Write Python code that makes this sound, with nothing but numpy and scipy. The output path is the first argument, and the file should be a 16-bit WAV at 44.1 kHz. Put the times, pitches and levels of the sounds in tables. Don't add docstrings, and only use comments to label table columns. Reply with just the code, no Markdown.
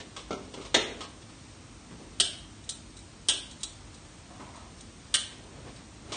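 import sys
import numpy as np
from scipy import signal
from scipy.fft import rfft, irfft
from scipy.io import wavfile
from scipy.ndimage import uniform_filter1d

SR = 44100
rng = np.random.default_rng(int(sys.argv[2]) if len(sys.argv) > 2 else 0)


def transcribe(signal):
    frames = np.atleast_2d(signal).T
    limited = np.clip(frames, -1, 1)
    pcm = np.round(limited * 32767).astype(np.int16)
    wavfile.write(sys.argv[1], SR, pcm)


def decibels_to_gain(level_db):
    exponent = np.asarray(level_db, float) / 20
    return 10 ** exponent


N = 271656

# f/Hz, level per Hz/dB
FAN_AIR = [(18, -33.5), (30, -1.5), (101, -4), (167, -7.5), (245, -5.5), (376, -14), (404, -16),
           (445, -15.5), (501, -16.5), (1300, -19), (1470, -21.5), (9000, -23.5), (11700, -53),
           (19800, -120)]
# f/Hz, width/Hz, level/dB
MOTOR_HUM = [(49, 5.2, -59.5), (99, 16, -60), (312, 21.4, -63)]

# f/Hz, level/dB, t60/s (time to fade by 60 dB)
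WOK_TONES = [(390, -6, 0.48), (460, -10, 0.4), (546, -9, 0.28), (643, -8, 0.21), (767, -18, 0.51),
             (1602, -11, 0.18), (1774, 0, 0.15), (1943, -11, 0.24), (2051, -21, 0.55), (2116, -11, 0.33),
             (2449, -22, 0.44), (2627, -21, 0.55), (2885, -20, 0.45), (3066, -11, 0.25), (3168, -19, 0.29),
             (3529, -12, 0.15), (3682, -8, 0.35), (3844, -17, 0.21), (3970, -14, 0.16), (4253, -21, 0.32),
             (4582, -14, 0.25), (5297, -23, 0.27), (5491, -21, 0.19), (5693, -30, 0.55), (5905, -21, 0.25),
             (6565, -26, 0.29), (7757, -22, 0.15), (8425, -25, 0.2), (8619, -24, 0.19), (8923, -27, 0.23)]
LADLE_TONES = [(848, -18, 0.4), (1109, -7, 0.32), (1252, 0, 0.17), (1591, -11, 0.31), (2164, -12, 0.36),
               (2662, -20, 0.4), (2894, -13, 0.32), (3050, -12, 0.4), (3370, -2, 0.2), (3467, -14, 0.36),
               (3709, -9, 0.24), (4116, -8, 0.21), (4204, -13, 0.33), (4533, -19, 0.4), (4788, -15, 0.3),
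               (5286, -15, 0.28), (7938, -13, 0.17), (8966, -24, 0.39)]
BASE_TONES = [(390, 0, 0.36), (600, -9, 0.3), (939, -19, 0.45), (1209, -16, 0.45), (1346, -1, 0.15),
              (2113, -12, 0.2), (2885, -23, 0.45), (3634, -17, 0.25), (4366, -24, 0.42), (5556, -24, 0.36),
              (6498, -24, 0.38), (6837, -23, 0.26)]
FAR_TONES = [(388, -10, 0.33), (1314, -10, 0.21), (1631, -13, 0.4), (1914, -11, 0.22), (2667, -7, 0.27),
             (2950, -5, 0.35), (3033, 0, 0.31), (3092, -6, 0.4), (3222, -11, 0.43), (3410, -4, 0.26),
             (3502, -6, 0.32), (3784, -3, 0.33), (4581, -9, 0.3), (5036, -11, 0.29), (5364, -12, 0.24),
             (5472, -13, 0.38), (5582, -9, 0.24), (5744, -11, 0.21), (6188, -10, 0.26), (6492, -10, 0.23),
             (6823, -12, 0.28), (7267, -14, 0.18), (7701, -6, 0.19), (8000, -14, 0.44), (8175, -8, 0.23),
             (8398, -4, 0.2), (8481, -7, 0.26), (8788, 0, 0.18), (8955, -15, 0.29), (9222, -15, 0.5)]
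KNOB_TONES = [(1319, -18, 0.3), (3402, -15, 0.3), (3782, -14, 0.3), (3914, 0, 0.16), (3984, -6, 0.21),
              (4218, -14, 0.28), (4592, -20, 0.3), (4996, -22, 0.3), (6218, -17, 0.3), (6514, -19, 0.3),
              (6737, -19, 0.3), (7036, -16, 0.3), (7943, -20, 0.3), (8409, -20, 0.3), (8576, -15, 0.25),
              (8694, -13, 0.3), (9041, -26, 0.3)]
NEAR_TONES = [(1222, -19, 0.24), (1378, -13, 0.18), (1572, -16, 0.23), (2826, -9, 0.31), (2966, -5, 0.24),
              (3060, -8, 0.45), (3101, -14, 0.3), (3187, -16, 0.45), (3464, -14, 0.35), (3997, -9, 0.17),
              (4083, -20, 0.44), (4196, -21, 0.45), (4312, -15, 0.25), (4385, -15, 0.22), (4762, -10, 0.21),
              (4869, -13, 0.21), (5157, -19, 0.38), (5515, -5, 0.15), (5994, -20, 0.41), (6317, -14, 0.24),
              (6425, -22, 0.38), (6683, -24, 0.36), (7249, -19, 0.23), (7965, -19, 0.25), (8371, -12, 0.23),
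              (8759, -15, 0.38), (9079, -11, 0.23), (9238, -10, 0.15)]

# f/Hz, level per Hz/dB
WOK_CRACK = [(59, -35), (100, -9.5), (491, 2.5), (1380, -11.5), (2110, -2.5), (2370, -8.5), (3680, -0.5),
             (5100, -12.5), (5840, -9), (8570, -19.5), (9800, -42.5), (12700, -82), (21600, -120)]
LADLE_CRACK = [(180, -32), (300, -5), (950, -9), (1120, -2.5), (1430, -18.5), (2520, -11), (3010, -7.5),
               (8850, -17.5), (9800, -58), (12700, -89), (21600, -120)]
BASE_CRACK = [(59, -30), (100, -7), (383, 1), (809, -11.5), (1360, -13), (1920, -29.5), (2110, -19.5),
              (6300, -28), (8900, -40), (9800, -83.5), (12700, -110), (21600, -120)]
FAR_CRACK = [(120, -53), (200, -24), (1070, -21.5), (1610, -20), (2540, -23), (3030, 1), (4200, -8.5),
             (4630, -8), (4870, -8.5), (7190, -13.5), (8330, -6), (9800, -9.5), (12700, -36), (21600, -120)]
KNOB_CRACK = [(290, -51), (500, -25.5), (833, -23.5), (2150, -22), (3570, -4.5), (3900, -6.5), (5190, -7.5),
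              (8870, -4), (9800, -30.5), (12700, -64), (21600, -120)]
NEAR_CRACK = [(120, -44), (200, -16), (939, -25.5), (1220, -17.5), (1390, -24), (1560, -6.5), (2420, -15.5),
              (3130, -1.5), (5540, -12.5), (8890, -3.5), (9800, -1), (12700, -39), (21600, -120)]

# f/Hz, level per Hz/dB
WOK_WASH = [(88, -49), (150, -23), (216, -21), (402, -1.5), (956, -23), (2050, -17.5), (3330, -18.5),
            (3760, -16), (4090, -23.5), (9400, -33.5), (12200, -60.5), (20700, -120)]
FAR_WASH = [(290, -42.5), (500, -15), (723, -15.5), (901, -36), (1620, -12.5), (1770, -31), (1880, -25.5),
            (3000, -5), (7350, -23), (9400, -8.5), (12200, -35), (20700, -120)]
NEAR_WASH = [(290, -59), (500, -32), (565, -10), (1030, -31.5), (1180, -12.5), (2180, -25.5), (2930, -1),
             (7540, -16), (8110, -11.5), (9400, -12.5), (12200, -38), (20700, -120)]

# t/s, peak level/dB, brightness/dB per octave, ring against crack/dB, crack t60/s, rattle/s
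WOK_BLOWS = [
    (0.001, -32.5, 0.3, -7.5, 0.06, 0.015),
    (0.743, -8, 1.13, -6, 0.091, 0.01),
]
LADLE_BLOWS = [
    (0.164, -29, -0.3, -4, 0.1, 0.011),
    (0.189, -36, -0.3, -7, 0.13, 0.01),
    (0.539, -31.5, -0.33, -7.5, 0.077, 0.0079),
    (0.612, -37, -0.3, -6, 0.16, 0.011),
    (0.65, -34, -0.26, -7, 0.13, 0.016),
    (1.006, -29, -0.3, -1.5, 0.13, 0.0092),
    (1.034, -36, -0.3, -1, 0.1, 0.015),
    (1.219, -44.5, -0.3, -4, 0.085, 0.0079),
    (1.292, -44, -0.3, -4, 0.063, 0.012),
]
LADLE_SCRAPE = [
    (6.12, -26.5, 0.67, -8, 0.1, 0.05),
]
BASE_BLOWS = [
    (0.307, -21, 0.24, -4.5, 0.12, 0.0064),
    (0.328, -22.5, 0.43, -6, 0.1, 0.0047),
    (0.54, -36.5, 0.45, -8, 0.17, 0.006),
    (0.575, -27.5, 0.23, -11, 0.077, 0.0052),
    (0.599, -34, 0.3, -10, 0.12, 0.0052),
    (0.766, -19, 0.44, -1, 0.095, 0.0057),
]
FAR_SNAPS = [
    (2.1994, -8.5, 0.19, -6.5, 0.049, 0.014),
    (3.2853, -8.5, 0.077, -7.5, 0.074, 0.011),
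]
KNOB_CLICKS = [(2.6385, -43, 0.13, -7, 0.043, 0.007), (2.6913, -21.5, 0.1, -8, 0.071, 0.0062),
               (2.967, -39, 0.14, -9.5, 0.06, 0.007), (2.9886, -40.5, 0.1, -9, 0.06, 0.0082),
               (3.5109, -35, 0.1, -8, 0.06, 0.005), (3.605, -38.5, 0.11, -7, 0.074, 0.008),
               (3.6317, -20, 0.11, -7, 0.054, 0.0061), (3.9421, -40.5, 0.1, -9, 0.067, 0.008),
               (4.5572, -42, 0.1, -7.5, 0.06, 0.007), (4.783, -47, 0.1, -8, 0.082, 0.0099),
               (4.807, -36.5, 0.1, -10, 0.055, 0.0049), (5.7614, -43, 0.1, -2.5, 0.067, 0.0059)]
NEAR_SNAPS = [
    (5.1405, -10.5, -0.12, -6, 0.059, 0.015),
]

# t/s, peak level/dB, f/Hz, t60/s
THUDS = [
    (1.4, -42.5, 121, 0.25),
    (1.906, -33, 259, 0.16),
    (1.918, -33, 167, 0.27),
    (1.988, -38.5, 307, 0.31),
    (2.038, -43.5, 310, 0.39),
    (2.214, -43.5, 375, 0.29),
    (3.299, -35.5, 358, 0.2),
    (4.394, -34.5, 246, 0.25),
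]
# t/s, level/dB, resonance f/Hz
CLOTH = [
    (4.25, -72, 834),
    (4.318, -54, 730),
    (4.372, -54, 790),
    (4.418, -43, 1030),
    (4.438, -49.5, 1010),
    (4.494, -51, 809),
    (4.598, -49, 940),
    (4.714, -69, 710),
    (4.72, -61, 740),
]
# t/s, roar level/dB, hiss level/dB
FLAME = [
    (5.3, -61, -58),
    (5.5, -53.5, -73),
    (5.698, -48, -62.5),
    (5.714, -53, -64),
    (5.794, -54, -57),
    (5.884, -64, -82),
    (6.012, -68, -69),
    (6.03, -59, -69),
    (6.104, -43.5, -55),
    (6.12, -36.5, -46),
]

# f/Hz, t60/s
ROOM_ECHO = [(200, 0.92), (700, 0.72), (2000, 0.54), (4500, 0.35), (8500, 0.37)]
# f/Hz, level/dB
MIC = [(32, -17), (45, -0.5), (4400, -0.5), (4950, -2), (5500, 0), (7000, -1), (7550, -3.5), (8300, 0),
       (9050, 0), (9500, -14), (10300, -31), (11000, -70)]
# f/Hz, step above neighbouring sound level/dB
PHONE_STEP = [(100, -17), (1500, -5), (3000, 1.5), (5000, 4), (9000, 5)]


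def unit(x):
    return x / np.sqrt(np.mean(x ** 2))


def fade(t, t60):
    return np.exp(-np.log(1000) * t / t60)


def log_hz(count):
    return np.log2(np.maximum(np.fft.rfftfreq(count, 1 / SR), 1))


def colour(x, table, tilt_db=0.):
    hz, db = np.transpose(table)
    octave = log_hz(len(x))
    shape = np.interp(octave, np.log2(hz), db) + tilt_db * (octave - 11)
    return unit(irfft(rfft(x) * decibels_to_gain(shape), len(x)))


def band(x, hz, width):
    return signal.lfilter(*signal.iirpeak(hz, hz / width, fs=SR), x)


def walk(rate_hz):
    hold = int(SR / rate_hz)
    levels = np.repeat(rng.standard_normal(N // hold + 1), hold)
    smooth = uniform_filter1d(uniform_filter1d(levels, hold), hold)
    return unit(smooth[:N])


def curve(table):
    s, *columns = np.transpose(table)
    t = np.arange(N) / SR
    inside = 1. * ((t > s[0]) & (t < s[-1]))
    gate = uniform_filter1d(inside, 2000, mode="nearest")
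    return gate, [np.interp(t, s, column) for column in columns]


def add(out, s, sound):
    i = int(s * SR)
    out[i:i + len(sound)] += sound[:N - i]


def fans():
    spectrum = rfft(colour(rng.standard_normal(N), FAN_AIR))
    octave = log_hz(N) - np.log2(20)
    swell = walk(1.28)
    air = np.zeros(N)
    for k in range(11):
        share = np.clip(1 - abs(octave - k), 0, 1)
        flicker = 0.37 * walk(6)
        air += irfft(spectrum * share, N) * decibels_to_gain(0.23 * swell + flicker)
    hum = sum(decibels_to_gain(db) * unit(band(rng.standard_normal(N), hz, width)) for hz, width, db in MOTOR_HUM)
    return decibels_to_gain(-50) * unit(air) + hum


def strikes(blows, tones, crack, wash, wash_db, wash_t60):
    scatter_db, twin_db, rise_s = 0.7, -9, 0.00043
    out = np.zeros((2, N))
    t = np.arange(SR * 3 // 4) / SR
    hz, db, t60 = (column[:, None] for column in np.transpose(tones))
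    for s, peak_db, tilt_db, ring_db, crack_t60, rattle_s in blows:
        scatter, phase, split, twin_phase = rng.standard_normal((4, len(tones), 1))
        size = decibels_to_gain(db + scatter_db * scatter + tilt_db * np.log2(hz / 2048))
        main = np.sin(2 * np.pi * (hz * t + phase))
        twin = np.sin(2 * np.pi * ((hz + 22 * split) * t + twin_phase))
        pair = main + decibels_to_gain(twin_db) * twin
        ring = (size * fade(t, t60) * pair).sum(0) / np.sqrt((size ** 2).sum())
        noise = rng.standard_normal((2, len(t)))
        hiss = colour(noise[0], crack, tilt_db) * fade(np.maximum(t - rattle_s, 0), crack_t60)
        hiss += decibels_to_gain(wash_db) * colour(noise[1], wash, tilt_db) * fade(t, wash_t60)
        blow = decibels_to_gain(peak_db - 10) * (1 - np.exp(-t / rise_s))
        add(out[0], s, blow * hiss)
        add(out[1], s, blow * decibels_to_gain(ring_db + 2.5) * ring)
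    return out


def wok():
    return strikes(WOK_BLOWS, WOK_TONES, WOK_CRACK, WOK_WASH, wash_db=-11.5, wash_t60=0.55)


def ladle():
    return strikes(LADLE_BLOWS + LADLE_SCRAPE, LADLE_TONES, LADLE_CRACK, LADLE_CRACK,
                   wash_db=-14.5, wash_t60=0.28)


def wok_base():
    return strikes(BASE_BLOWS, BASE_TONES, BASE_CRACK, BASE_CRACK, wash_db=-13, wash_t60=0.54)


def thuds():
    out = np.zeros(N)
    t = np.arange(SR // 2) / SR
    for s, peak_db, hz, t60 in THUDS:
        panel = unit(band(rng.standard_normal(len(t)), hz, hz / 3))
        soft_start = 1 - np.exp(-t / 0.0053)
        add(out, s, decibels_to_gain(peak_db - 7) * panel * fade(t, t60) * soft_start)
    return out


def far_igniter():
    return strikes(FAR_SNAPS, FAR_TONES, FAR_CRACK, FAR_WASH, wash_db=-11, wash_t60=.42)


def knobs():
    return strikes(KNOB_CLICKS, KNOB_TONES, KNOB_CRACK, KNOB_CRACK, wash_db=-17, wash_t60=.25)


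def cloth():
    gate, (db, hz) = curve(CLOTH)
    grains = rng.standard_normal(N) * decibels_to_gain(2.2 * walk(83))
    high = np.clip((hz - 650) / 400, .15, .9)
    ledge = (1 - high) * unit(band(grains, 710, 120)) + high * unit(band(grains, 986, 180))
    rustle = decibels_to_gain(-28) * unit(band(grains, 1500, 1600))
    return gate * decibels_to_gain(db) * (ledge + rustle)


def near_igniter():
    return strikes(NEAR_SNAPS, NEAR_TONES, NEAR_CRACK, NEAR_WASH, wash_db=-10, wash_t60=0.34)


def flame():
    gate, (roar_db, hiss_db) = curve(FLAME)
    roar = unit(band(rng.standard_normal(N), 173, 270)) * decibels_to_gain(roar_db + 2.4 * walk(37))
    hiss = unit(band(rng.standard_normal(N), 2300, 2500)) * decibels_to_gain(hiss_db + 2.0 * walk(29))
    return gate * (roar + hiss)


def room(x):
    t = np.arange(SR) / SR
    tail = np.zeros(SR)
    for hz, t60 in ROOM_ECHO:
        tail += unit(band(rng.standard_normal(SR), hz, hz)) * np.sqrt(hz) * fade(t, t60)
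    tail *= np.clip((t - .004) / 0.022, 0, 1)
    tail /= np.sqrt((tail ** 2).sum())
    return x + decibels_to_gain(-10.5) * signal.fftconvolve(x, tail)[:N]


def scene():
    hits = wok() + ladle() + wok_base() + far_igniter() + knobs() + near_igniter()
    echoing = room(hits[0] + thuds() + cloth())
    return (echoing + hits[1] + flame() + fans())[None]


def phone_thinning(x):
    size, attack_db = 1024, 9
    k = np.arange(size)[:, None] + .5
    n = np.arange(2 * size) + .5
    window = np.sqrt(2 / size) * np.sin(np.pi * n / (2 * size))
    basis = window * np.cos(np.pi / size * (n + size / 2) * k)
    blocks = np.pad(x, (size, 2 * size - len(x) % size)).reshape(-1, size)
    frames = np.hstack([blocks[:-1], blocks[1:]])
    lines = frames @ basis.T
    nearby = uniform_filter1d(uniform_filter1d(lines ** 2, size=96, axis=1), size=2, axis=0)
    hz, db = np.transpose(PHONE_STEP)
    step = np.sqrt(nearby + 1e-14) * decibels_to_gain(np.interp(k[:, 0] * SR / (2 * size), hz, db))
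    step = np.repeat(step[:, ::16], 16, axis=1)
    change = np.diff(frames, axis=1, prepend=0.).reshape(len(frames), 8, -1)
    power = (change ** 2).sum(2) + 1e-12
    sudden = (power[:, 1:] / power[:, :-1]).max(1) > decibels_to_gain(2 * attack_db)
    step[sudden] *= .05
    rounded = np.sign(lines) * np.floor(abs(lines) / step + 0.35) * step
    back = rounded @ basis
    return (back[1:, :size] + back[:-1, size:]).ravel()[:len(x)]


def roll_off(x):
    return signal.sosfilt(signal.butter(12, 10620, fs=SR, output="sos"), x)


def record(dry):
    heard = colour(dry[0], MIC) * np.sqrt(np.mean(dry ** 2))
    mix = phone_thinning(heard)[None]
    return roll_off(mix)


dry = scene()
out = record(dry)
transcribe(out)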